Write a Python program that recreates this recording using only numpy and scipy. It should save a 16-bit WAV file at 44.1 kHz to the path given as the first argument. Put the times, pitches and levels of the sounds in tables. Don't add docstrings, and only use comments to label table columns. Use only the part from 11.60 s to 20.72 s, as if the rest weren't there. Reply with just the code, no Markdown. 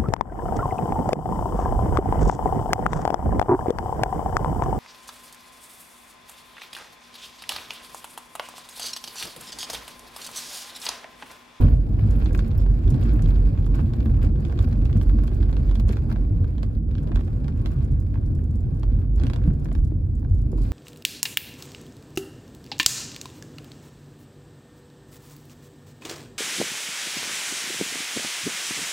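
import sys
import numpy as np
from scipy import signal
from scipy.fft import rfft, irfft
from scipy.io import wavfile
from scipy.ndimage import uniform_filter1d

SR = 44100
rng = np.random.default_rng(int(sys.argv[2]) if len(sys.argv) > 2 else 0)


def wav_record(signal):
    frames = np.transpose(np.atleast_2d(signal))
    bounded = np.clip(frames, -1, 1)
    quanta = np.round(bounded * 32767).astype(np.int16)
    wavfile.write(sys.argv[1], SR, quanta)


def level_to_linear(level):
    exponent = np.asarray(level, float) / 20
    return 10 ** exponent


N = 402191
T = np.arange(N) / SR

# (time [s], level [dB])
SPEED = [
    (0, 0.5),
    (1.0, -1.5),
    (2.0, -0.5),
    (4.1, -1),
    (5.3, -3.5),
    (7.4, -2.5),
    (9.12, -3.5),
]
# (time [s], level [dB])
ROUGH = [(0, 11), (.2, -7.5), (.55, 3.5), (.8, 2.5), (1.07, -3.5), (1.5, 4), (2.0, -2.5), (2.64, -2),
         (2.87, -1), (3.5, -2), (4.4, -1.5), (5.05, -8), (5.5, -3), (7.0, -9.5), (7.74, -1), (8.45, -14),
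         (8.92, -10), (9.12, 2)]
# (time [s], rumble change [dB], drumming change [dB])
JOLTS = [(.02, 5.5, 4), (.23, -8, -1), (.46, 2, -2), (1.331, 2, 3.5), (2.03, 1.5, -0.5), (3.33, 2.5, -2),
         (4.14, -8.5, -1), (4.818, -1.5, 3.5), (5.5, -1, 4.5), (5.87, 3, 2.5), (6.05, 1.5, 2.5),
         (6.581, 2.5, 0.5), (6.711, 6.5, 2.5), (7.151, 0.5, 2.5), (7.65, 2, 2.5), (7.899, 5, 1.5),
         (8.95, -2.5, 4.5)]
# (start [s], length [s], buzz change [dB])
CHATTER = [(1.409, 0.099, 3.5), (2.139, 0.08, 10), (2.614, 0.065, 8.5), (3.006, 0.049, 8),
           (4.208, 0.071, -9), (4.276, 0.075, 7.5), (4.493, 0.043, 8), (4.653, 0.094, -4),
           (5.188, 0.098, -11.5), (5.97, 0.29, 4.5), (7.451, 0.1293, -11), (7.554, 0.113, 5),
           (7.814, 0.087, 3), (2.701, 0.078, -6.5), (8.408, 0.052, 2), (0.989, 0.052, 5)]
# (frequency [Hz], correlation [-1..1])
PORT_LIKENESS = [(60, 0.98), (180, 0.94), (550, 0.45), (1650, -0.62), (4970, -0.12), (15000, -0.22)]
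# (frequency [Hz], left minus right [dB])
PORT_LEAN = [(60, -3), (130, 2.5), (220, -3), (340, 0.5), (1500, -3.5), (2500, 1), (8000, 1.5), (13000, -7)]
# (frequency [Hz], density [dB per Hz])
VENT = [(900, 1), (1300, 7.5), (2620, -11.5), (2820, -23), (3900, -27.5), (4700, -15), (5200, -22),
        (15500, -24.5)]
# (centre [Hz], width [Hz], level [dB])
SPRAY = [(2587, 626, 1), (4370, 880, 2), (7500, 2800, -5), (13000, 3400, -8.5)]
# (time [s], level [dB])
SPRAY_LEVEL = [
    (8.96, -82),
    (8.98, -54),
    (9.01, -64),
    (9.02, -52),
    (9.05, -56.5),
    (9.12, -59),
]
# (time [s], pitch [Hz], level [dB], t60 [s])
KEYS = [
    (0.024, 9800, -56, 0.074),
    (0.977, 13820, -45, 0.057),
    (.978, 8530, -65, 0.19),
    (0.977, 5280, -61, 0.23),
]
# (time [s], level [dB])
GLINTS = [(0.0094, -42.5), (0.049, -52), (0.0957, -53), (0.399, -57), (0.4978, -52), (0.5302, -52),
          (0.5606, -50), (0.5926, -51), (0.6255, -52), (0.7492, -44), (0.8779, -50), (1.1136, -59),
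          (1.2547, -62), (1.4102, -50), (1.5335, -47), (1.5648, -51), (1.693, -50), (1.725, -56),
          (2.1523, -55), (2.4529, -53), (2.4998, -55), (3.0164, -51), (3.0894, -55), (3.4191, -50),
          (3.6384, -50), (4.1974, -49), (4.5226, -51)]
# (frequency [Hz], level [dB], t60 [s])
CLIP = [(5300, -2, .007), (6960, 0, .012), (7800, -3, .008), (9200, -6, .005), (11100, -2, .009),
        (13500, -12, .005)]
# (time [s], level [dB])
TICKS = [(0.508, -38.5), (.7297, -39), (.7756, -35), (.8779, -46), (0.9778, -47), (1.3029, -32.5),
         (1.6211, -34.5), (2.0602, -41.5), (2.6293, -42), (2.806, -46), (3.025, -40.5), (3.3711, -40),
         (3.673, -40.5), (4.148, -43), (4.284, -38), (4.3236, -36), (5.4307, -43.5), (5.5463, -50),
         (6.2455, -44), (6.3149, -44.5), (6.4015, -45), (6.6603, -45.5), (6.7498, -45.5), (6.8391, -46.5),
         (6.9561, -47), (7.5588, -43.5), (8.0452, -39.5), (8.1261, -40), (8.2466, -44.5), (8.917, -42.5)]
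# (time [s], level [dB])
SOFT_TICKS = [(0.1521, -57), (0.4564, -55), (0.6464, -47), (0.8658, -57), (1.1144, -56), (1.435, -44),
              (1.5334, -49), (1.6831, -53), (2.1529, -45), (2.209, -57), (2.3595, -53), (2.4544, -57),
              (2.8809, -53), (3.088, -55), (3.249, -49), (3.4289, -46), (3.4938, -52), (3.5369, -64),
              (3.5743, -59), (3.636, -50), (3.7451, -50), (3.912, -53), (3.9915, -56), (4.0277, -62),
              (4.0634, -55), (4.5224, -54), (5.5145, -62), (5.6037, -53), (5.6455, -54), (5.9748, -56),
              (6.0167, -55), (6.115, -51), (6.784, -61), (6.9082, -55), (7.006, -59), (7.1455, -60),
              (7.1676, -59), (7.196, -52), (7.9344, -54), (7.9977, -54), (8.1788, -55), (8.2731, -54),
              (8.4943, -60), (8.5522, -54.5), (8.5942, -54.5), (8.6967, -57), (8.748, -55), (8.7834, -54),
              (8.8169, -52.5), (8.975, -55), (9.0171, -50), (9.0348, -51)]
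# (time [s], level [dB], pitch [Hz])
THUMPS = [
    (0.045, -17, 142),
    (1.319, -21.5, 137.5),
    (3.355, -23, 161.7),
    (7.637, -21, 138.3),
    (7.877, -16.5, 153.6),
]
# (time [s], level [dB], pitch [Hz])
CLUNKS = [
    (2.456, -32, 330),
    (2.64, -23, 290),
    (4.299, -28, 360),
    (6.705, -43, 290),
    (7.875, -46, 295),
    (8.321, -28.5, 308.4),
    (8.931, -28.5, 428.6),
    (8.983, -43, 587),
    (8.983, -43, 984),
]
# (frequency [Hz], level [dB])
CRACKLE = [(1500, -4.5), (2400, -2), (3600, -9)]
# (frequency [Hz], density [dB per Hz])
BUZZ = [(530, -18), (900, -10.5), (1060, -3), (1600, -2), (1900, -11), (2650, -9), (2950, -16.5),
        (3900, -18), (4820, -16), (5980, -31), (7080, -24), (8990, -31.5), (11000, -29), (15800, -29.5)]
# (frequency [Hz], level [dB], t60 [s])
TRIM_LOW = [(1120, 1.5, .016), (1400, -3, .012), (1570, 3, .016), (2420, -5, .009)]
# (frequency [Hz], level [dB], t60 [s])
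TRIM_HIGH = [(2720, -1, .008), (3370, 1.5, .009), (3650, -3, .007), (4100, -6, .007), (4480, -7, .007)]
# (time [s], level [dB], upper ring [dB])
KNOCKS = [(0.0442, -33, -11), (0.084, -31, -15), (0.7073, -32, -20), (0.748, -18.5, -15), (0.791, -24, -10),
          (1.3421, -30.5, -9), (1.428, -35, -8), (2.1912, -27, -24), (2.335, -31, -9),
          (2.4579, -30.5, -13.5), (2.9898, -27, -7), (3.128, -31, -11), (3.413, -31.5, -6),
          (3.5857, -31, -16), (4.112, -31, -8), (4.154, -29.5, -8), (4.1976, -29.5, -4.5),
          (4.2909, -30, -4.5), (4.369, -29.5, -11), (5.03, -29, -5), (5.5578, -23.5, -10.5),
          (5.881, -28, -11.5), (6.059, -26.5, -7), (7.232, -29.5, -10.5), (7.635, -28, -7),
          (7.667, -31.5, -2), (7.699, -28, -5.5), (7.734, -27, -4.5), (7.76, -30.5, -6),
          (8.1509, -31, -10.5)]
# (time [s], level [dB])
TAPS = [(.392, -29.5), (0.621, -31), (1.062, -31), (1.559, -36), (1.5924, -29.5), (2.065, -33.5),
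        (2.5928, -37), (2.8965, -31), (3.0746, -31.5), (3.3635, -33), (3.716, -34.5), (3.893, -32),
        (4.515, -28), (4.56, -30), (4.843, -35.5), (5.5175, -29), (5.5927, -33), (5.679, -32.5),
        (6.208, -40.5), (6.284, -42), (6.542, -36), (2.914, -40), (8.056, -31.5), (8.0854, -38),
        (8.115, -31.5), (8.6476, -37)]
# (time [s], level [dB])
CRACKS = [(0.6586, -31), (0.9136, -38.5), (1.278, -36), (1.659, -35), (2.145, -44), (2.404, -35),
          (2.8503, -35.5), (3.255, -36), (3.328, -37), (3.829, -35.5), (3.928, -33.5), (3.967, -33),
          (4.092, -39), (4.9807, -38.5), (5.313, -45), (5.3518, -39), (5.3818, -37.5), (5.844, -38.5),
          (4.314, -44), (2.977, -40), (7.598, -36), (8.9755, -57)]
# (time [s], level [dB], upper ring [dB])
PATTER = [(0.1226, -40, -20), (0.4379, -34.5, -16), (0.838, -37, -23), (0.9892, -39, -13),
          (1.0969, -41, -9), (1.1508, -49, -13), (1.3774, -43.5, -7), (1.3957, -44, -10),
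          (1.5035, -36, -16), (1.7099, -34, -16), (1.723, -41, -22), (1.7579, -41, -2), (1.8729, -46, -7),
          (1.9754, -37, -8.5), (2.0449, -42, -6), (2.4458, -50, -21), (2.4965, -35, -22),
          (2.5439, -40, -15), (2.7574, -41, -10), (2.9243, -32.5, -12), (3.1657, -60, -14),
          (3.2121, -44, -6), (3.2952, -32, -21), (3.4336, -41, -15), (3.4496, -44, -20), (3.494, -33, -10),
          (3.5994, -42, -16), (3.6363, -33, -16), (3.6785, -33, -7), (4.0547, -38, -20), (4.2494, -42, -21),
          (4.273, -44, -22), (4.5022, -46, -16), (5.151, -55, 4.5), (5.427, -44, -17), (5.456, -59, -16),
          (5.473, -42, -4), (5.5723, -31, -17), (5.6088, -34, -12), (5.7548, -53, -17), (5.8917, -48, -13),
          (5.9599, -45, -16), (6.5557, -35, -23), (6.574, -41, -17), (6.6306, -42, -18),
          (6.7895, -38.5, -24), (7.3008, -41, -25), (7.7843, -41, -19), (7.817, -40, -22),
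          (7.875, -41, -15), (7.9049, -36, -20), (7.9733, -51, -25), (8.1868, -43, -18), (8.31, -45, -17),
          (8.6267, -42, -19.5)]
# (peak time [s], level [dB], pitch [Hz])
HUMS = [(0.052, -32, 170), (0.434, -15.5, 102.6), (0.46, -27.5, 226), (0.918, -19, 94.1),
        (1.281, -16, 94.2), (1.355, -16, 133), (1.356, -32, 278.4), (1.367, -30, 221), (1.435, -17, 107),
        (1.469, -22.5, 223), (1.494, -30.5, 335), (1.519, -22.5, 152), (1.546, -24.5, 300),
        (1.592, -17, 114), (1.648, -21.5, 162), (1.683, -30, 259), (1.794, -15.5, 84.9),
        (2.004, -15.5, 87.1), (2.188, -20, 124), (2.238, -19, 222), (2.285, -22, 127), (2.295, -33.5, 333),
        (2.341, -32, 163), (2.386, -24.5, 233), (2.481, -23, 219.4), (2.533, -16.5, 123),
        (2.659, -28, 302.2), (2.696, -24.5, 219), (2.873, -31.5, 332), (3.004, -13.5, 91.2),
        (3.065, -26.5, 236), (3.306, -18.5, 130), (3.37, -21, 214), (3.37, -39, 166), (3.386, -12.5, 96.3),
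        (3.522, -18.5, 99.7), (3.54, -28.5, 290.7), (3.558, -20.5, 221), (4.191, -23.5, 221.2),
        (4.305, -22.5, 206.7), (4.538, -24.5, 218.4), (4.734, -18.5, 97.4), (4.773, -27.5, 168.2),
        (4.83, -12, 91.5), (5.842, -22, 128), (5.902, -23.5, 128.7), (6.189, -17.5, 129),
        (6.325, -18.5, 130), (6.584, -14, 90), (7.621, -32, 335), (7.648, -25.5, 263), (7.678, -17.5, 129),
        (7.863, -28.5, 294.4), (7.887, -30, 174), (7.898, -22.5, 204), (8.939, -31, 184.5)]
# (start [s], length [s], level [dB], pitch [Hz])
SURGES = [(0.002, 0.23, -16, 46.54), (0.296, 0.056, -17.5, 44.1), (0.47, 0.14, -19, 47.15),
          (0.631, 0.19, -19.5, 47.6), (0.832, 0.055, -30, 42.7), (0.961, 0.22, -17, 50.1),
          (1.239, 0.11, -16.5, 47.42), (1.448, 0.16, -17.5, 50.3), (1.611, 0.29, -15.5, 46.1),
          (1.994, 0.188, -18.5, 46.6), (2.495, 0.19, -17.5, 47.4), (2.691, 0.11, -19, 46.34),
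          (2.998, 0.083, -19.5, 48.25), (3.17, 0.13, -20, 46.77), (3.335, 0.091, -19, 48.76),
          (3.466, 0.19, -16.5, 48.3), (3.805, 0.19, -19.5, 46.4), (4.04, 0.29, -19, 46.3),
          (4.575, 0.077, -19, 45.2), (4.749, 0.045, -18.5, 47.1), (5.056, 0.03, -20, 46.2),
          (5.529, 0.069, -17.5, 47.84), (6.29, 0.058, -17.5, 47.8), (7.243, 0.16, -19, 47.95),
          (7.481, 0.12, -18.5, 48.15), (8.193, 0.027, -13, 45.34), (8.699, 0.15, -19.5, 47.13),
          (8.93, 0.14, -19, 48.8)]
# (frequency [Hz], density [dB per Hz])
ROAD = [(12, -43.5), (20, -25), (32, -17), (43, 0.5), (54, 2), (95, -4.5), (138, -11), (182, -21.5),
        (225, -17), (334, -24.5), (434, -34), (487, -38.5), (555, -38), (1000, -50.5), (1300, -73.5),
        (2200, -120)]
# (centre [Hz], width [Hz], level [dB])
PANELS = [(76.2, 2.5, -3), (94.2, 6.1, 10), (142.1, 15.6, 4.5), (220.5, 12.3, 3.5), (290, 19, 1.5),
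          (487.3, 20, 7), (1103, 52, 14)]


def evened(x):
    return x / np.sqrt(np.mean(x ** 2) + 1e-20)


def octaves(hz, ref_hz):
    return np.log2((hz + 1) / ref_hz)


def read(points, hz):
    f, value = np.transpose(points)
    return np.interp(np.log(hz + 1), np.log(f + 1), value)


def along(rows, t):
    return np.interp(t, *np.transpose(rows))


def chatter_db(t):
    edge_s = 0.0048
    return sum(db * np.clip(np.minimum(t - s, s + length_s - t) / edge_s, 0, 1)
               for s, length_s, db in CHATTER)


def jolt_db(t, column):
    width_s = 0.043
    return sum(row[column] * np.exp(-((t - row[0]) / width_s) ** 2) for row in JOLTS)


def patchy(shape, bins, frames):
    field = uniform_filter1d(rng.standard_normal(shape), bins, 0)
    return evened(uniform_filter1d(field, frames, 1))


def grid(size):
    hop = size // 4
    return np.fft.rfftfreq(size, 1 / SR), np.arange(N // hop + 5) * hop / SR


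def noise_pair(field_db, hz, size, lag_s):
    a, b, c, d = rng.standard_normal((4,) + field_db.shape)
    same = np.clip(read(PORT_LIKENESS, hz), -1, 1)[:, None]
    lag = np.exp(-2j * np.pi * hz * lag_s)[:, None]
    right = a + 1j * b
    left = same * right * lag + np.sqrt(1 - same ** 2) * (c + 1j * d)
    lean = level_to_linear(read(PORT_LEAN, hz) / 2)[:, None]
    z = np.array([left * lean, right / lean]) * level_to_linear(field_db)
    return signal.istft(z, nperseg=size, noverlap=size * 3 // 4)[1][:, :N]


def ring(modes, rise_s):
    t, out = np.arange(850) / SR, 0
    for hz, db, t60_s in modes:
        chance = rng.standard_normal((2, 3))
        level = level_to_linear(db + np.sqrt(2) * chance[:, 1:2] - 60 * t / t60_s)
        pitch_hz = hz * (1 + 0.012 * chance[0, 0])
        out = out + level * np.sin(2 * np.pi * pitch_hz * t + 0.96 * chance[:, 2:])
    return out * (1 - np.exp(-t / rise_s)) / abs(out).max()


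def snap(lo_hz, hi_hz, decay_s):
    t, jf = np.arange(600) / SR, 1j * np.fft.rfftfreq(1024, 1 / SR)
    burst = rng.standard_normal((2, len(t))) * np.exp(-t / decay_s) * (1 - np.exp(-t / 0.00027))
    low, high = jf / lo_hz, jf / hi_hz
    highpass = low ** 2 / (1 + np.sqrt(2) * low + low ** 2)
    lowpass = 1 / (1 + np.sqrt(2) * high + high ** 2)
    burst = irfft(rfft(burst, 1024) * (highpass * lowpass) ** 2)[:, :len(t)]
    return burst / abs(burst).max()


def add(mix, s, sound):
    part = mix[:, round(s * SR):][:, :sound.shape[1]]
    part += sound[:, :part.shape[1]]


def vents():
    hz, t = grid(256)
    colour_db = -25 + read(VENT, hz) + 20 * np.minimum(octaves(hz, 1100), 0)
    field_db = colour_db[:, None] + np.zeros(len(t))
    return level_to_linear(-58) * noise_pair(field_db, hz, size=256, lag_s=0.0001)


def spray():
    out, start_s = np.zeros((2, N)), SPRAY_LEVEL[0][0]
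    hz, t = np.fft.rfftfreq(256, 1 / SR), start_s + np.arange(160) * 64 / SR
    colour = sum(level_to_linear(db) * np.exp(-((hz - f) / width) ** 2) for f, width, db in SPRAY)
    field_db = 20 * np.log10(colour + 1e-4)[:, None] + along(SPRAY_LEVEL, t)
    add(out, start_s, level_to_linear(-17) * noise_pair(field_db, hz, size=256, lag_s=0.0001))
    return out


def keys():
    out, t = np.zeros((2, N)), np.arange(6000) / SR
    for s, hz, db, t60_s in KEYS:
        add(out, s, level_to_linear(db - 60 * t / t60_s + [[-3.5], [1.5]]) * np.sin(2 * np.pi * hz * t))
    return out


def glints():
    out = np.zeros((2, N))
    for s, db in GLINTS:
        add(out, s, level_to_linear(db + np.array([[2.5], [9]])) * snap(13000, 17000, decay_s=0.0037))
    return out


def clip_ticks():
    out = np.zeros((2, N))
    soft = [(s, db + 5.5) for s, db in SOFT_TICKS]
    knocked = [(s, db + upper_db - 7.5) for s, db, upper_db in KNOCKS]
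    for s, db in TICKS + soft + knocked:
        add(out, s, level_to_linear(db + 3) * ring(CLIP, rise_s=0.0013))
        add(out, s, level_to_linear(db - 5) * snap(3300, 11000, decay_s=0.005))
        add(out, s, level_to_linear(db + np.array([[-20], [-12]])) * snap(11500, 15700, decay_s=0.003))
    return out


def thumps():
    out, t = np.zeros((2, N)), np.arange(6000) / SR
    for s, db, hz in THUMPS + CLUNKS:
        level = level_to_linear(db + 4.5 - 60 * t * hz / 15 + [[-.6], [.6]])
        add(out, s, level * (1 - np.exp(-t / 0.00026)) * np.sin(2 * np.pi * hz * t))
    return out


def crackle():
    out, grains_per_s, spread_db = np.zeros((2, N)), 110, 3.5
    for hz, db in CRACKLE:
        at = np.flatnonzero(rng.random(N) < grains_per_s / SR)
        train = np.zeros(N)
        train[at] = level_to_linear(db + spread_db * np.minimum(rng.exponential(1, len(at)), 4))
        grain = snap(hz / np.sqrt(2), hz * np.sqrt(2), decay_s=0.0019)
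        out += signal.oaconvolve(train[None], grain, axes=1)[:, :N]
    t = T[::64]
    return out * np.interp(T, t, level_to_linear(-52.5 + along(ROUGH, t) + chatter_db(t)))


def buzz():
    hz, t = grid(256)
    speed_db, rough_db = along(SPEED, t), along(ROUGH, t)
    contacts = np.minimum(rng.exponential(1, len(t)), np.sqrt(3)) ** 2 * (rng.random(len(t)) < .16)
    flicker_db = 10 * np.log10(0.38 + signal.lfilter([1], [1, -.52], contacts))
    patches_db = np.sqrt(3) * patchy((len(hz), len(t)), 8, 20)
    upper = np.clip(octaves(hz, 3500) / 1.6, 0, 1)[:, None]
    grit_db = 3 + 0.38 * rough_db
    level_db = (1 - upper) * rough_db + upper * grit_db + (1 - upper / 3) * chatter_db(t)
    sheen = 1.5 * np.clip(hz / 4000 - 2.4, 0, 1)
    tread = 1.6 * np.exp(-octaves(hz, 3200) ** 2)
    level_db = level_db + (sheen + tread)[:, None] * speed_db
    level_db = level_db + np.clip(hz / 2500, 0, 1)[:, None] * flicker_db + patches_db
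    colour_db = read(BUZZ, hz) + 20 * np.minimum(octaves(hz, 1100), 0)
    return level_to_linear(-58) * noise_pair(colour_db[:, None] + level_db, hz, size=256, lag_s=0.0001)


def knocks():
    out = np.zeros((2, N))
    taps = [(s, db, -16.5) for s, db in TAPS]
    cracks = [(s, db, -3) for s, db in CRACKS]
    for s, db, upper_db in KNOCKS + taps + cracks + PATTER:
        add(out, s, level_to_linear(db - 2) * ring(TRIM_LOW, rise_s=0.0006))
        add(out, s, level_to_linear(db - 7) * snap(750, 2000, decay_s=0.003))
        add(out, s, level_to_linear(min(db, -29) - 3) * snap(210, 840, decay_s=0.0061))
        add(out, s, level_to_linear(db + upper_db + 5.5) * ring(TRIM_HIGH, rise_s=0.0005))
        add(out, s, level_to_linear(db + upper_db + 1) * snap(2300, 4300, decay_s=0.0016))
    return out * level_to_linear([[-1.1], [1.1]])


def hums():
    out = np.zeros((2, N))
    for s, db, hz in HUMS:
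        half_s = 0.02263 + 1.12 / hz
        t = np.arange(-1.8 * half_s, 1.8 * half_s, 1 / SR)
        tone = np.sqrt(2) * np.sin(2 * np.pi * (hz * t + rng.random()) + [[-.12], [0]])
        add(out, max(s + t[0], 0), level_to_linear(db - 4) * np.exp(-(t / half_s) ** 2 * 2) * tone)
    return out


def boom():
    swell_s, between_db = 0.056, -26
    waver = uniform_filter1d(rng.standard_normal((2, N)), 1500)
    pitch_waver, level_waver = evened(uniform_filter1d(waver, 1500))
    start_s, length_s, _, hz = np.transpose(SURGES)
    pitch_hz = np.interp(T, start_s + length_s / 2, hz) + 3.047 * pitch_waver
    tone = np.sqrt(2) * np.sin(2 * np.pi * np.cumsum(pitch_hz) / SR + [[-.15], [0]])
    t = T[::64]
    size = level_to_linear(between_db + along(SPEED, t))
    for s, long_s, db, _ in SURGES:
        swell = np.clip(np.minimum(t - s, s + long_s - t) / swell_s + .5, 0, 1)
        size = np.maximum(size, level_to_linear(db) * swell)
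    return tone * np.interp(T, t, size) * level_to_linear(1.1 * level_waver + [[-1.1], [1.1]])


def road():
    hz, t = grid(2048)
    speed_db, rough_db = along(SPEED, t), along(ROUGH, t)
    rumble_db = -23.5 + speed_db + jolt_db(t, column=1)
    drum_db = -21.5 + 0.92 * speed_db + 0.24 * rough_db + jolt_db(t, column=2)
    upper = np.clip(octaves(hz, 150) / 0.71, 0, 1)[:, None]
    level_db = (1 - upper) * rumble_db + upper * drum_db
    level_db = level_db + 1.48 * patchy(level_db.shape, 5, 8)
    shaken_db = rough_db + 4.5 + chatter_db(t)
    level_db = level_db + np.clip(octaves(hz, 300) * 0.29, 0, .7)[:, None] * shaken_db
    panels_db = sum(db * np.exp(-((hz - f) / width) ** 2) for f, width, db in PANELS)
    notch_db = -12 * np.exp(-((hz - 48) / 11) ** 2)
    tilt_db = -4.8 * np.maximum(octaves(hz, 900), 0)
    colour_db = read(ROAD, hz) + panels_db + notch_db + tilt_db
    return level_to_linear(1.0) * noise_pair(colour_db[:, None] + level_db, hz, size=2048, lag_s=0.000064)


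def cabin(x):
    t, out = np.arange(3000) / SR, 0
    for turn in np.arange(6) / 6:
        tail = rng.standard_normal((2, len(t))) * level_to_linear(-60 * t / .085) * (t > .0025)
        share = np.maximum(np.cos(2 * np.pi * (T * 3.1 + turn)), 0) ** 2
        out = out + signal.oaconvolve(x * share, tail / np.linalg.norm(tail[0]), axes=1)[:, :N]
    return out


def scene():
    steady = vents() + spray() + crackle() + buzz() + hums() + boom() + road()
    hits = keys() + glints() + clip_ticks() + thumps() + knocks()
    return steady + hits + level_to_linear(-7.5) * cabin(hits)


def band_limit(x):
    return signal.sosfilt(signal.butter(12, 16280, fs=SR, output="sos"), x)


def record(dry):
    edge = signal.firwin(511, 15740, window=("kaiser", 9), fs=SR)
    eased = dry * np.tanh(T / .004)
    return band_limit(signal.oaconvolve(eased, edge[None], "same"))


dry = scene()
out = record(dry)
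wav_record(out)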